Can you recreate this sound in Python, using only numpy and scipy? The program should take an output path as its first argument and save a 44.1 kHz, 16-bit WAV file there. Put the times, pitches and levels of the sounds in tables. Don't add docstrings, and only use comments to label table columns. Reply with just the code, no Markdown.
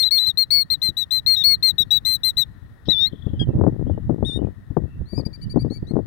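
import sys
import numpy as np
from scipy import signal
from scipy.fft import rfft, irfft, next_fast_len
from scipy.io import wavfile
from scipy.ndimage import uniform_filter1d, map_coordinates

SR = 44100
rng = np.random.default_rng(int(sys.argv[2]) if len(sys.argv) > 2 else 0)


def transcribe(signal):
    frames = np.atleast_2d(signal).T
    limited = np.clip(frames, -1, 1)
    pcm = np.round(limited * 32767).astype(np.int16)
    wavfile.write(sys.argv[1], SR, pcm)


N = 267598
TIME = np.arange(N) / SR

# frequency in Hz, relative level in dB.
FLUTTER_COLOUR = [(40, -21), (140, 3), (240, 0), (330, -0.5), (520, -11.5), (800, -24), (1300, -38),
                  (2000, -51.5), (3500, -75.5), (6000, -120)]
# frequency in Hz, gain in dB.
THROAT_COLOUR = [(1600, 4), (1760, -14), (1950, -9), (2150, 0), (4500, -0.5), (5600, 12.5), (6400, -5.5),
                 (7100, -6), (7700, -6), (8300, 0.5), (9000, 3), (10000, -2.5), (12000, -5.5), (13500, 0),
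                 (15400, 6), (16200, -11.5)]


def amp(db):
    return 10 ** (np.asarray(db) / 20)


def unit(x):
    return x / np.sqrt(np.mean(x ** 2) + 1e-20)


def along(points, hz):
    f, v = np.transpose(points)
    return np.interp(np.log(hz + 1), np.log(f + 1), v)


def glide(times, values, t):
    knots = np.maximum.accumulate(times)
    return uniform_filter1d(np.interp(t, knots, values), size=180, mode="nearest")


def wobble(rate, n):
    knots = rng.standard_normal(int(n * rate / SR) + 4)
    return map_coordinates(knots, [np.arange(n) * rate / SR])


def filtered(x, response):
    m = next_fast_len(x.shape[-1] + 8192)
    spectrum = rfft(x, m) * response(np.fft.rfftfreq(m, 1 / SR))
    return irfft(spectrum, m)[..., :x.shape[-1]]


def coloured(x, colour):
    return filtered(x, lambda hz: amp(along(colour, hz)))


def noise(colour):
    return unit(coloured(rng.standard_normal(N), colour))


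def add(track, s, sound):
    at = round(s * SR) + np.arange(len(sound))
    inside = (at >= 0) & (at < N)
    track[at[inside]] += sound[inside]


def scatter(x, t60):
    t = np.arange(SR) / SR
    tail = rng.standard_normal(SR) * amp(-60 * t / t60) * (1 - np.exp(-t / 0.0047))
    return signal.fftconvolve(x, tail / np.linalg.norm(tail))[:N]


def open_field():
    # frequency in Hz, relative level in dB.
    field_colour = [(100, -2.5), (400, -7), (800, -11), (1400, -9.5), (1650, -11), (1880, -2),
                    (2050, -16.5), (2300, -22.5), (2900, -25.5), (3700, -19.5), (4400, -28), (7000, -36),
                    (11000, -31), (16000, -34)]
    # time in seconds, level in dB.
    field_level = [(0, -56.5), (1.7, -53.5), (2.6, -54), (6, -56.5)]
    return amp(np.interp(TIME, *np.transpose(field_level))) * noise(field_colour)


def tick_run(count=7):
    start_s, gap_s, tick_s, tick_hz, level_db = 3.095, .0326, .01, 3370, -48.5
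    centres = start_s + gap_s * np.arange(count)
    bursts = np.exp(-(2 * (TIME - centres[:, None]) / tick_s) ** 2).sum(axis=0)
    band = [(0.82 * tick_hz, -45), (.93 * tick_hz, -8), (tick_hz, 0),
            (1.07 * tick_hz, -8), (1.4 * tick_hz, -45), (2 * tick_hz, -70)]
    return amp(level_db) * bursts * noise(band)


def far_birds(blur=0.019):
    # start in seconds, length in seconds, start pitch in Hz, end pitch in Hz,
    # level in dB before a lift of 1 dB.
    slurs = [(3.245, 0.086, 2770, 2820, -67), (3.31, 0.11, 3165, 2930, -57.5),
             (3.447, 0.052, 3000, 3250, -60), (3.475, 0.062, 2786, 2595, -60.5),
             (3.857, 0.053, 2915, 3550, -59.5), (3.9, 0.083, 3080, 2832, -64),
             (4.363, 0.061, 2790, 3060, -57), (4.41, .08, 2600, 2375, -65),
             (4.857, 0.15, 2644, 2730, -61.5), (5.403, .08, 3000, 2960, -61)]
    song = np.zeros(N)
    for s, length, start_hz, end_hz, db in slurs:
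        n = int(length * SR)
        pitch = np.linspace(start_hz, end_hz, n) * (1 + blur * wobble(400, n))
        tone = np.sin(2 * np.pi * np.cumsum(pitch) / SR)
        add(song, s, amp(db + 1.0) * np.sqrt(np.hanning(n)) * tone)
    return song + tick_run()


def gusts(points):
    swing_db, knots_per_s = 0.63, 14
    return np.interp(TIME, *np.transpose(points)) + swing_db * wobble(knots_per_s, N)


def buffeting(level_db, flutter_db, lump_db=5.0, steep=0.73, rate=130):
    # frequency in Hz, relative level in dB.
    rumble_colour = [(20, -15), (45, -5.5), (80, 0), (120, -2), (180, -9), (300, -19.5), (500, -44.5),
                     (900, -54.5), (2000, -79.5), (4000, -120)]
    lumps = wobble(40, N)
    rumble = unit(noise(rumble_colour) * amp(lump_db * lumps))
    hits = rng.random(N) < rate / SR
    knocks = hits * rng.standard_normal(N) * amp(2.89 * lumps)
    flutter = unit(coloured(knocks, FLUTTER_COLOUR))
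    flow_db = np.minimum(level_db + 14, 0)
    rumble_gain = amp(-2.5 - 0.17 * flow_db)
    flutter_gain = amp(flutter_db + steep * flow_db)
    return amp(level_db) * (rumble_gain * rumble + flutter_gain * flutter)


def eddies(width=0.00051, sharpening=0.072, life=0.0061):
    # time in seconds, strength in dB, crackle in dB (more makes the slap
    slaps = [(.887, -23.5, -33, "left"), (1.802, -20, -30, "left"), (2.882, -8, -22, "left"),
             (3.13, -20, -27, "left"), (3.264, -9, -33, "left"), (3.332, -13.5, -29.5, "left"),
             (3.412, -10.5, -27, "right"), (3.487, -5.5, -34, "right"), (3.551, -13, -26.5, "right"),
             (3.609, -11.5, -11, "left"), (3.635, -9, -13, "left"), (3.663, -3.5, -16, "left"),
             (3.676, -14, -10.5, "left"), (3.865, -13, -26, "left"), (3.895, -13.5, -18, "left"),
             (3.974, -20, -17, "left"), (4.093, -3.5, -20, "left"), (4.224, -7.5, -18, "left"),
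             (4.388, -16, -19.5, "left"), (4.415, -12.5, -25, "left"), (4.468, -21.5, -16, "left"),
             (4.704, -15.5, -35.5, "left"), (4.766, -6, -11.5, "left"), (5.0, -18.5, -45, "right"),
             (5.129, -16.5, -27.5, "left"), (5.176, -15, -18.5, "left"), (5.194, -21, -13.5, "left"),
             (5.262, -12.5, -31.5, "left"), (5.558, -5, -22, "left"), (5.57, -12.5, -12, "left"),
             (5.645, -13, -22.5, "left"), (5.705, -13, -25, "left"), (5.825, -16, -33, "right"),
             (5.907, -13, -25, "left"), (5.954, -16, -17, "left"), (5.964, -9, -15.5, "left"),
             (5.987, -12.5, -17.5, "left")]
    spill_db = -25.5
    ports = np.zeros((2, N))
    lead = .02
    t = np.arange(SR // 10) / SR - lead
    wake = noise(FLUTTER_COLOUR)
    age = np.maximum(t, 0) / life
    for s, db, crackle_db, side in slaps:
        u = (t - .004) / (width * np.exp(-sharpening * (crackle_db + 17.0)))
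        slap = np.exp(-u * u / 3) * np.tanh(1.416 * u)
        flutter = np.roll(wake, -round(s * SR))[:len(t)] * age * np.exp(1 - age)
        flutter_gain = amp(-5.5 + 0.44 * (crackle_db + 16.5))
        eddy = amp(db) * (amp(4) * slap + flutter_gain * flutter)
        for port, name in zip(ports, ("left", "right")):
            share = 1 if name == side else amp(spill_db)
            add(port, s - lead, share * eddy)
    return ports


def wind():
    # time in seconds, flow level in dB.
    left_course = [(0, -49.5), (.89, -40), (1.02, -49.5), (1.5, -38), (2.25, -39), (2.8, -49),
                   (2.89, -25.5), (2.97, -43.5), (3.3, -29), (3.47, -37), (3.63, -12), (3.72, -23),
                   (3.92, -18.5), (4.04, -29), (4.14, -19.5), (4.49, -24), (4.55, -55), (4.82, -21.5),
                   (4.9, -36.5), (5.12, -36.5), (5.2, -22.5), (5.35, -37.5), (5.48, -34), (5.56, -19),
                   (5.74, -25.5), (5.84, -39), (5.94, -19.5), (6.06, -32)]
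    right_course = [(0, -50.5), (3.15, -47.5), (3.33, -39), (3.42, -17), (3.53, -12.5), (3.85, -40.5),
                    (3.99, -27.5), (4.16, -31.5), (4.26, -49.5), (4.71, -44), (4.92, -50.5), (5.01, -19.5),
                    (5.1, -49), (5.36, -43), (5.48, -27), (6.06, -44.5)]
    # frequency in Hz, gain in dB.
    port_colour = [(1000, 1), (1700, -4.5), (2400, -12.5), (3500, -29), (6000, -69.5)]
    ceiling = .88
    left = buffeting(gusts(left_course), flutter_db=-0.5)
    right = buffeting(gusts(right_course), flutter_db=-12.5)
    pressure = np.array([left, right]) + eddies()
    return coloured(ceiling * np.tanh(pressure / ceiling), port_colour)


def syrinx(pitch, level_db, partials, shrill_db=0, flicker_db=3.0, rasp=0.036, settle=0.0075):
    waver, shimmer_db = .0015, .22
    n = len(pitch)
    t = np.arange(n) / SR
    phase = 2 * np.pi * np.cumsum(pitch * (1 + waver * wobble(130, n))) / SR
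    phase = phase + rasp * np.exp(-t / settle) * wobble(1800, n)
    tension_db = 45 * np.log(pitch / np.median(pitch))
    tone = np.zeros(n)
    for k, db in enumerate(partials, 1):
        partial_db = db + (k > 2) * shrill_db
        if k != 2:
            partial_db = partial_db + tension_db + flicker_db * wobble(47, n)
        tone += amp(partial_db) * np.sin(k * phase)
    edges = np.clip(np.minimum(t, t[-1] - t) / 0.002, 0, 1)
    return np.sqrt(2) * tone * edges * amp(level_db + shimmer_db * wobble(90, n))


def arched_note(length, pitch_hz, leap_hz, slide_hz, level_db, partials, shrill_db, drop_hz, fall_s,
                onset_db, fade_db, rasp, catch=0, leap_rate=11000):
    # note length in seconds, bow in Hz.
    bow_by_length = [(.03, 36), (.06, 30.5), (.09, 15), (.13, 9.8)]
    droop_db = 2
    t = np.arange(int(length * SR)) / SR
    crest = min(leap_hz / leap_rate, .35 * length)
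    late = length - min(fall_s, .3 * length)
    rise = np.clip(1 - t / crest, 0, 1) ** 1.71
    hold = np.clip((t - crest) / (late - crest), 0, 1) - .5
    fall = np.clip((t - late) / (length - late), 0, 1)
    bow = np.interp(length, *np.transpose(bow_by_length)) * (2 * hold) ** 2
    pitch = pitch_hz - leap_hz * rise + slide_hz * hold - bow - drop_hz * fall ** 0.97
    envelope_db = level_db + onset_db * rise - droop_db * hold + fade_db * fall ** 2
    catch_s = length - .01 + 0.00081 * rng.standard_normal()
    gap = 1 - min(catch, 1) * np.exp(-((t - catch_s) / 0.0017) ** 2)
    return gap * syrinx(pitch, envelope_db, partials, shrill_db - 4 * fall ** 2, rasp=rasp)


def long_call(rows, partials):
    s, hz, db = np.transpose(rows)
    t = np.arange(s[0], s[-1], 1 / SR)
    return syrinx(glide(s, hz, t), glide(s, db, t), partials, rasp=0.11, settle=0.0023)


def peeping():
    # time in seconds, fundamental in Hz, level in dB before the throat colour.
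    whine = [(5.055, 1988, -59), (5.09, 2270, -49), (5.118, 2350, -44.5), (5.137, 2256, -44),
             (5.187, 2474, -36), (5.203, 2387, -39.5), (5.216, 2161, -41)]
    # start in seconds, length in seconds, fundamental in Hz, slide while held in Hz,
    # level in dB before the throat colour.
    peeps = [(5.251, 0.028, 2416, -20, -34.5), (5.329, .04, 2370, -18, -40.5), (5.414, .04, 2350, 7.5, -40),
             (5.496, .042, 2360, 28, -37.5), (5.591, 0.047, 2350, 70.5, -39),
             (5.7, 0.089, 2245, 135.5, -39.5), (5.868, 0.06, 2115, 134.5, -45)]
    peep_partials = [-22, -1.5, -22.5, -23.5, -24.5, -33, -44.5, -45.5]
    voice = np.zeros(N)
    add(voice, whine[0][0], long_call(whine, peep_partials))
    for s, length, hz, slide_hz, db in peeps:
        add(voice, s, arched_note(length, hz, leap_hz=165, slide_hz=slide_hz, level_db=db,
                                  partials=peep_partials, shrill_db=-0.5, drop_hz=160, fall_s=.016,
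                                  onset_db=-5.5, fade_db=-27, rasp=0.0088))
    return coloured(voice, THROAT_COLOUR)


def killdeer():
    # start in seconds, length in seconds,
    # fundamental in Hz, opening leap in Hz, slide while held in Hz, level in dB before the throat colour,
    # shrillness in dB (lift of the partials above the second).
    alarm_notes = [(-0.04, .092, 2131, 160, -70.5, -14, 3), (0.027, 0.067, 2028, 248.7, 28, -14, -7),
                   (.108, 0.095, 2163, 179.5, -110, -12.5, 1.5), (.179, 0.087, 2012, 284.9, 14, -15, -3),
                   (0.262, .055, 2036, 110, -130, -14.5, -2.5), (.373, 0.072, 2146, 180.3, -51, -12.5, 0),
                   (0.505, .13, 2208, 190, -54.5, -12.5, 2), (.701, 0.057, 2100, 160, -89.5, -14.5, -0.5),
                   (0.817, .089, 2067, 189.7, -60, -16, 0), (.968, 0.077, 1987, 170, -85, -18, 0.5),
                   (1.107, 0.094, 2050, 195, -21.5, -16, .5), (1.262, 0.1, 2132, 185, -71.5, -11.5, -0.5),
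                   (1.363, 0.075, 1890, 140, -59.5, -15.5, -7), (1.437, .12, 2185, 190, -45, -10, 2),
                   (1.626, 0.091, 2089, 170.4, -155, -12, 2), (1.781, 0.057, 1953, 90, -40, -13.5, -2),
                   (1.906, 0.083, 1969, 120.3, 16.5, -12.5, -1.5), (2.049, .12, 2054, 174.4, -12, -16, 7),
                   (2.233, 0.079, 2055, 201, -70.5, -15, 6), (2.369, 0.072, 2005, 160, -130, -14, 1.5)]
    alarm_partials = [-27, 1, -34, -24.5, -30.5, -31, -23, -34]
    # time in seconds, fundamental in Hz,
    # level in dB before the throat colour.
    wails = [
        [(2.886, 1884, -17), (2.908, 2010, -8.5), (2.932, 1836, -13.5), (2.955, 1737, -19), (2.98, 1761, -16),
         (3.01, 1816, -13), (3.053, 1877, -11.5), (3.08, 2146, -23.5), (3.094, 2030, -51)],
        [(3.393, 1693, -34.5), (3.401, 1636, -23.5), (3.43, 1627, -25), (3.443, 1517, -46)],
        [(4.248, 1727, -29), (4.267, 1886, -26), (4.31, 1775, -26), (4.368, 1854, -29), (4.39, 1834, -55)],
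    ]
    wail_partials = [
        [-25.5, 0.016, -42, -44.5, -47, -45.5, -36.5, -46.5],
        [-29, 0.0033, -30.5, -43, -41, -42, -56, -57],
        [-21.5, 0.0022, -43.5, -27, -23.5, -44, -50, -60],
    ]
    voice = np.zeros(N)
    for s, length, hz, leap_hz, slide_hz, db, shrill_db in alarm_notes:
        add(voice, s, arched_note(length, hz, leap_hz, slide_hz, db, alarm_partials, shrill_db,
                                  drop_hz=130.9, fall_s=0.017, onset_db=-6.0, fade_db=-16,
                                  rasp=0.036, catch=0.38))
    for curve, partials in zip(wails, wail_partials):
        add(voice, curve[0][0], long_call(curve, partials))
    hoarse_db = np.interp(TIME, [2.84, 2.857, 2.888, 2.9], [-120, -48.5, -47.5, -120])
    breath = noise([(2000, -36.0), (3200, 0.5), (3900, -0.5), (5000, -12.5), (6500, -33.0), (16000, -40.5)])
    return coloured(voice + amp(hoarse_db) * breath, THROAT_COLOUR)


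def scene():
    calls, peeps, far = killdeer(), peeping(), far_birds()
    near = calls + peeps
    near = near + amp(-16.5) * filtered(near, lambda hz: np.exp(-2j * np.pi * hz * 0.0054))
    echo = scatter(amp(-52) * calls + amp(-25) * peeps, t60=1.6)
    air = near + amp(-24) * scatter(near, t60=0.044) + echo
    air = air + far + amp(-5) * scatter(far, t60=0.4)
    air = air + open_field()
    right_hiss = amp(-63) * noise([(100, -0.5), (500, -16.0), (1500, -27.5), (4000, -30), (16000, -36.0)])
    return wind() + np.array([air, amp(-26.5) * air + right_hiss])


def record(dry):
    top_hz = 16400
    return filtered(dry, lambda hz: hz < top_hz)


dry = scene()
out = record(dry)
transcribe(out)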